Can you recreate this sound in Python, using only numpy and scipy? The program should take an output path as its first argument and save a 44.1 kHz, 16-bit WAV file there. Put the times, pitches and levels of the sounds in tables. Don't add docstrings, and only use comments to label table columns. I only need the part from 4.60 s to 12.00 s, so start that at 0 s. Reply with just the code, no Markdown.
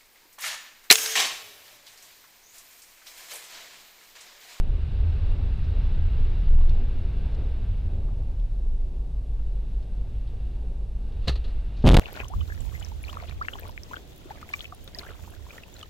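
import sys
import numpy as np
from scipy import signal
from scipy.fft import rfft, irfft, next_fast_len
from scipy.io import wavfile
from scipy.ndimage import uniform_filter1d

SR = 44100
rng = np.random.default_rng(int(sys.argv[2]) if len(sys.argv) > 2 else 0)


def amplitude_ratio(level_db):
    exponent = np.asarray(level_db, float) / 20
    return 10 ** exponent


def bounce(signal):
    frames = np.transpose(np.atleast_2d(signal))
    limited = np.clip(frames, -1, 1)
    pcm = np.round(limited * 32767).astype(np.int16)
    wavfile.write(sys.argv[1], SR, pcm)


N = 326163
TIME = np.arange(N) / SR
CRUISE_M_S = 8

# time in seconds, speed in m/s.
SPEED = [(0, 6.9), (.4, 8), (1.0, 8.27), (1.65, 7.9), (2.05, 7.6), (2.8, 6.67), (3.15, 5.5), (3.5, 4),
         (4.0, 2.6), (4.4, 0.9), (4.7, 0.064)]
# time in seconds, swell in dB.
NEAR = [
    (4.5, 0),
    (4.9, 2.5),
    (5.3, 3),
    (5.8, 5.5),
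    (6.35, 1),
    (6.6, 8.5),
    (6.8, 10),
    (7.03, 8.5),
    (7.23, 11),
]
# start in seconds, level in dB, frequency in Hz, 60 dB decay in seconds.
POTHOLE = [
    (1.862, 2, 20.3, .95),
    (1.881, -15, 62, 1.1),
]


def curves(table):
    s, *columns = np.transpose(table)
    return [np.interp(TIME, s, column) for column in columns]


def colour(points):
    hz, db = np.transpose(points)
    size = next_fast_len(N, True)
    f = np.arange(size // 2 + 1) * SR / size + 1
    gain = amplitude_ratio(np.interp(np.log(f), np.log(hz), db, left=-120, right=-120))
    white = np.resize(rng.standard_normal(N), size)
    y = irfft(rfft(white) * gain, size)[:N]
    return y / y.std()


def ring(x, hz, width_hz):
    return signal.lfilter(*signal.iirpeak(hz, hz / width_hz, fs=SR), x)


def walk(rate):
    k = int(SR / rate)
    held = np.repeat(rng.standard_normal(N // k + 1), k)
    return 1.295 * uniform_filter1d(uniform_filter1d(held, k), k)[:N]


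def tone(hz, db, turns=0.):
    return np.sqrt(2) * amplitude_ratio(db) * np.sin(2 * np.pi * (np.cumsum(hz) / SR + turns))


def burst(s, rise_ms, t60_ms):
    out = np.zeros(N)
    span = slice(*np.searchsorted(TIME, [s, s + t60_ms / 500]))
    t = (TIME[span] - s) * 1000
    out[span] = (1 - np.exp(-t / rise_ms)) * np.exp(-np.log(1000) * t / t60_ms)
    return out


def knock(s, db, hz, rise_ms, t60):
    return amplitude_ratio(db) * burst(s, rise_ms, 1000 * t60) * np.sin(2 * np.pi * hz * (TIME - s))


def loudness(cruise_db, power, rest_db, share):
    rolling = amplitude_ratio(cruise_db) * (curves(SPEED)[0] / CRUISE_M_S) ** power
    return np.hypot(rolling, amplitude_ratio(rest_db + share * curves(NEAR)[0]))


def whine():
    # frequency in Hz, level in dB, time between loads in seconds, dip in Hz.
    camera_supply = (8550, -88.5, .535, 130)
    # time in seconds, lowering in Hz.
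    long_load = [(4.76, 0), (4.83, 100), (5.3, 90), (5.45, 0)]
    hz, db, period, dip_hz = camera_supply
    since = (TIME + .03) % period
    hz = hz - dip_hz * np.exp(-since / .05) - curves(long_load)[0] + 22 * walk(150)
    return tone(hz, db + 2.5 * walk(40))


def air():
    # frequency in Hz, density in dB per Hz.
    air_spectrum = [(2650, -14.5), (4500, -0.5), (5500, -2.5), (7000, -5), (9000, -6.5), (11000, -9),
                    (12700, -8.5), (12900, -36)]
    opening = uniform_filter1d(1. * (walk(32) > .8), size=1200)
    patches = opening * colour([(12700, 0), (14000, -3), (15000, -9)])
    return amplitude_ratio(-74.5) * (colour(air_spectrum) + amplitude_ratio(-17.5) * patches)


def road():
    # frequency in Hz, density in dB per Hz.
    shake = [(3, -15.5), (10, 0), (20, -2), (40, -8), (60, -6.5), (90, -8), (130, -20)]
    rumble = [(55, -23), (70, -14), (90, -8), (115, -1), (135, -2.5), (160, -5), (190, -12.5), (240, -18),
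              (300, -26), (390, -44)]
    drone = [(120, -20.5), (200, -5.5), (241, -3.5), (328, -10.5), (383, -6), (445, -10), (914, -19.5),
             (1060, -31), (1150, -24), (1300, -40.5), (1690, -59.5), (2860, -120)]
    spray = [(530, -31.5), (900, -2), (1320, -1), (1580, -4.5), (1910, -3.5), (2400, -3.5), (2800, -5.5),
             (3060, -6.5), (3910, -6), (4600, -11.5), (5250, -17), (7000, -36.5), (10000, -46.5)]
    # frequency in Hz, width in Hz, lift in dB.
    cabin = [(1576, 85, 6), (2767, 230, 6.5), (3470, 62, 5), (3780, 100, 3)]
    # level in dB, frequency in Hz, width in Hz.
    truck_fan = (-73.5, 3750, 2200)
    hiss = colour(spray)
    hiss = hiss + sum((amplitude_ratio(db) - 1) * ring(hiss, hz, width) for hz, width, db in cabin)
    out = loudness(cruise_db=-30.5, power=1.5, rest_db=-39.5, share=0.57) * colour(shake)
    rumble_gain = loudness(cruise_db=-40.5, power=1.2, rest_db=-48.5, share=-0.05)
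    out = out + rumble_gain * amplitude_ratio(walk(15)) * colour(rumble)
    drone_gain = loudness(cruise_db=-49, power=.7, rest_db=-54.5, share=0.21)
    drone_gain = drone_gain * (1 + 2.4 * burst(POTHOLE[0][0], 72, 730))
    out = out + drone_gain * amplitude_ratio(1.26 * walk(10)) * colour(drone)
    spray_gain = loudness(cruise_db=-57, power=1.88, rest_db=-72, share=0.79)
    out = out + spray_gain * amplitude_ratio(0.4 * walk(6.7)) * hiss
    fan_db, fan_hz, fan_width = truck_fan
    return out + amplitude_ratio(fan_db + curves(NEAR)[0]) * ring(np.roll(hiss, SR), fan_hz, fan_width)


def body():
    # frequency in Hz, level at cruise in dB, power of speed, wobble as a share.
    panels = [(22, -29, .2, 0.066), (32.9, -30, 0.18, 0.116), (55.85, -31.5, .25, 0.101),
              (80.4, -34.5, .8, 0.0805)]
    # start in seconds, level in dB, frequency in Hz, 60 dB decay in seconds.
    bumps = [(-.05, -2.5, 22, 0.42), (.07, -15.5, 37.3, 0.68), (0.129, -18, 77, 0.68),
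             (0.381, -20.5, 38, 0.9), (0.402, -22, 72, 0.45), (.43, -17, 79, 0.75), (.6, -18, 79, 0.68),
             (.8, -18.5, 82, 0.79), (.95, -19.5, 79, 1.03), (1.081, -17.5, 36, 0.98),
             (1.28, -18, 19.5, 1.3), (1.379, -19, 81, 0.52), (1.481, -16, 60, 0.86),
             (1.567, -4.5, 20.3, 0.77), (1.741, -15, 38, 0.66), (2.258, -25, 52, .4),
             (2.622, -24.5, 46.4, 1.6), (2.901, -21.5, 35, 1.3), (3.0, -27, 92, 0.85),
             (3.241, -22, 84, 0.65), (3.759, -16.5, 39, 1.4), (3.979, -20, 46, 0.76), (4.019, -15, 24.7, 1)]
    # start in seconds, peak in dB, frequency in Hz, 60 dB decay in seconds.
    jolts = [
        (4.792, -22.5, 9, 0.63),
        (6.674, -18, 62, 0.81),
        (6.681, -20, 134, 0.12),
    ]
    rolling = np.clip((4.3 - TIME) / 0.72, 0, 1)
    pace = curves(SPEED)[0] / CRUISE_M_S
    out = 0
    for hz, db, power, wobble in panels:
        swaying_hz = hz * (1 + wobble * walk(28))
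        out = out + rolling * pace ** power * tone(swaying_hz, db + 30 * wobble * walk(23.91))
    for s, db, hz, t60 in bumps + POTHOLE:
        out = out + knock(s, db, hz, 1000 * 1.55 / hz, t60)
    for s, db, hz, t60 in jolts:
        out = out + knock(s, db, hz, 3.9, t60)
    return out


def engine():
    # time in seconds, cycle rate in Hz, level in dB.
    idle = [
        (3.2, 6.5, -62),
        (3.8, 6.3, -30),
        (4.4, 6.3, -29),
        (4.9, 5.68, -25.5),
        (5.5, 5.95, -28),
        (6, 6.25, -27.5),
        (6.5, 6, -28),
        (6.9, 5.5, -25.5),
        (7.4, 5.95, -31),
    ]
    # multiple of the cycle rate, level in dB.
    orders = [(2, -9), (3, -11.5), (4, 0.5), (5, -10.5), (6, -14), (7, -3), (8, -0.5), (9, -3.5), (10, -25),
              (11, -16.5), (13, -33)]
    hz, level_db = curves(idle)
    out = 0
    for k, db in orders:
        order_db = level_db - 6 + db + 0.93 * walk(2.9)
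        out = out + tone(k * hz + 0.92 * walk(5), order_db, rng.random())
    return out


def truck():
    # time in seconds, frequency in Hz, level in dB.
    exhaust = [
        (4.6, 104, -70),
        (5.38, 105, -60),
        (5.48, 106, -44),
        (5.85, 105, -45),
        (6.0, 103, -60),
        (7.2, 105, -70),
    ]
    hz, db = curves(exhaust)
    return tone(hz * (1 + .015 * walk(12)), db + 1.5 * walk(10))


def trim():
    # start in seconds, peak in dB, ring in Hz, rise in ms, 60 dB decay in ms.
    ticks = [(1.04, -59.5, 4300, 3.9, 77), (1.98, -40.5, 800, 2.5, 38), (2.006, -41, 796, 2.1, 43),
             (2.093, -44.5, 3780, 2.7, 39), (2.097, -59, 6060, 1.7, 30), (2.746, -57, 4450, 1.7, 35),
             (3.484, -52, 1088, 1.8, 50), (3.796, -57, 3250, 1.6, 33), (4.79, -57, 1060, 3, 66),
             (5.224, -60, 3920, 2, 48), (5.548, -54, 2800, 10, 41), (5.67, -59, 3480, 4.9, 87),
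             (6.033, -46, 397, 6.4, 100), (6.11, -51, 390, 3, 90), (6.52, -53, 3540, 6.5, 41),
             (7.163, -58.5, 3880, 6.6, 270), (7.222, -47, 3700, 5, 31)]
    noise = rng.standard_normal(N)
    out = 0
    for s, db, hz, rise, t60 in ticks:
        grain = ring(ring(noise, hz, 0.64 * hz), hz, 0.64 * hz)
        grain = ring(grain, hz, 0.9 * hz) * np.sqrt(4000 / hz)
        out = out + amplitude_ratio(db + 14.0) * burst(s, rise, t60) * grain
    return out


def gear_lever():
    # start in seconds, peak in dB, ring in Hz, rise in ms, 60 dB decay in ms.
    lever_knocks = [(6.62, -41, 3240, 60, 406), (6.674, -27.5, 3020, 1.9, 60.5),
                    (6.679, -17, 4260, 1.7, 46.1), (6.691, -25.5, 1770, 1.3, 76.4),
                    (6.705, -58, 2650, 3, 40), (6.72, -41.5, 4000, 4.9, 90.4),
                    (6.755, -33.5, 4160, 2.4, 49.7), (6.773, -46, 2840, 3.9, 40.1),
                    (6.839, -36.5, 3100, 9.3, 91.5), (6.875, -46, 3790, 8.9, 91.4),
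                    (6.9, -46, 3010, 6, 69.7)]
    # frequency in Hz, density in dB per Hz.
    gate_spectrum = [(120, -23), (200, -6), (293, -8.5), (558, -4), (950, -18.5), (1270, -10), (1490, -23),
                     (1810, -12), (2250, -21.5), (2690, -11.5), (3080, -17), (4300, -9), (5250, -25),
                     (15200, -49)]
    gate = colour(gate_spectrum)
    out = 0
    for s, db, hz, rise, t60 in lever_knocks:
        out = out + amplitude_ratio(db - 3.5) * burst(s, rise, t60) * (gate + 0.72 * ring(gate, hz, 0.15 * hz))
    return out


def tearing():
    # start in seconds, peak in dB, length in ms, brightness in dB.
    tears = [(7.245, -16.5, 6.4, -42), (7.252, -14.5, 9.4, -16), (7.264, -11.5, 3, 3), (7.27, 2.5, 3.4, -7),
             (7.273, -1, 9.8, -3), (7.2881, -4, 4.4, 3.5), (7.2982, -4.5, 2.4, -11),
             (7.308, -14.5, 5.9, -10), (7.313, -11, 7.3, -11.5), (7.32, -9, 5.5, -5),
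             (7.331, -21.5, 3, -7.5), (7.341, -5.5, 5.4, 5), (7.3456, -3, 3.8, 2), (7.35, -2.5, 3, 4),
             (7.367, 1.5, 1.1, 4), (7.3691, -8, 1.5, 9), (7.3678, 2.5, 3.1, -1), (7.373, -1, 3, 3.5),
             (7.385, -7, 4.5, 3)]
    # frequency in Hz, density in dB per Hz.
    metal = [(88, -14.5), (150, 1), (330, -13.5), (550, -3.5), (880, -14), (1550, -29.5), (3620, -25.5),
             (5250, -41.5), (8000, -47.5), (12000, -53), (15300, -64)]
    dull = colour(metal)
    bright = signal.lfilter(*signal.butter(1, 2500, "high", fs=SR), dull) * 1.65
    out = amplitude_ratio(-26.5) * np.clip((TIME - 7.25) / 0.012, 0, 1) * (dull + 1.1 * bright)
    for s, db, ms, bright_db in tears:
        shape = np.sin(np.pi * np.clip((TIME - s) * 1000 / ms, 0, 1)) ** .7
        out += amplitude_ratio(db - 11.5) * shape * (dull + amplitude_ratio(bright_db) * bright)
    return out


def pressure():
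    # start in seconds, pressure (positive squeezes, negative releases).
    shoves = [(7.2412, .55), (7.2438, -.15), (7.246, .6), (7.2515, -.2), (7.2543, .55), (7.2603, -.55),
              (7.2645, -.18), (7.2668, -.5), (7.269, .6), (7.2762, .1), (7.278, -.45), (7.281, .6),
              (7.2826, -.5), (7.2878, -.12), (7.292, -.5), (7.3005, .75), (7.3088, -.5), (7.312, -.25),
              (7.3175, -.45), (7.3238, .75), (7.3336, -.6), (7.342, .4), (7.3445, -.4), (7.3482, .65),
              (7.3533, -1.2), (7.3652, -.38), (7.3738, .7), (7.3882, -.7)]
    s, push = np.transpose(shoves)
    out = amplitude_ratio(0.06) * np.append(0, push)[np.searchsorted(s, TIME)]
    return uniform_filter1d(uniform_filter1d(out, size=36), size=36)


def scene():
    mid = whine() + air() + road() + body() + engine() + truck()
    mid = mid + trim() + gear_lever() + tearing() + pressure()
    return np.array([mid, mid])


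def band_limit(x):
    return signal.sosfilt(signal.butter(12, 15140, fs=SR, output="sos"), x)


def record(dry):
    overload = .305
    flat = dry / (1 + np.abs(dry / overload) ** 9) ** (1 / 9)
    leak = signal.lfilter(*signal.butter(1, 600, "high", fs=SR), dry - flat)
    flat = flat + 0.053 * np.tanh(4.3 * leak)
    treble = signal.lfilter(*signal.butter(2, 300, "high", fs=SR), flat[0])
    excess = uniform_filter1d(np.maximum(treble ** 2 - 1e-4, 0), size=900)
    grain = np.sqrt(excess + amplitude_ratio(-76)) * colour([
        (20, 30.5), (125, -23), (250, -8), (800, -8.5), (1000, -35.5), (4000, -31.5),
        (5500, -26.5), (9000, -31.5), (13000, -42.5)])
    flat = flat + amplitude_ratio(-18) * grain * amplitude_ratio(1.4 * walk(14)) * np.array([[1], [-1]])
    return band_limit(flat)


dry = scene()
out = record(dry)
bounce(out)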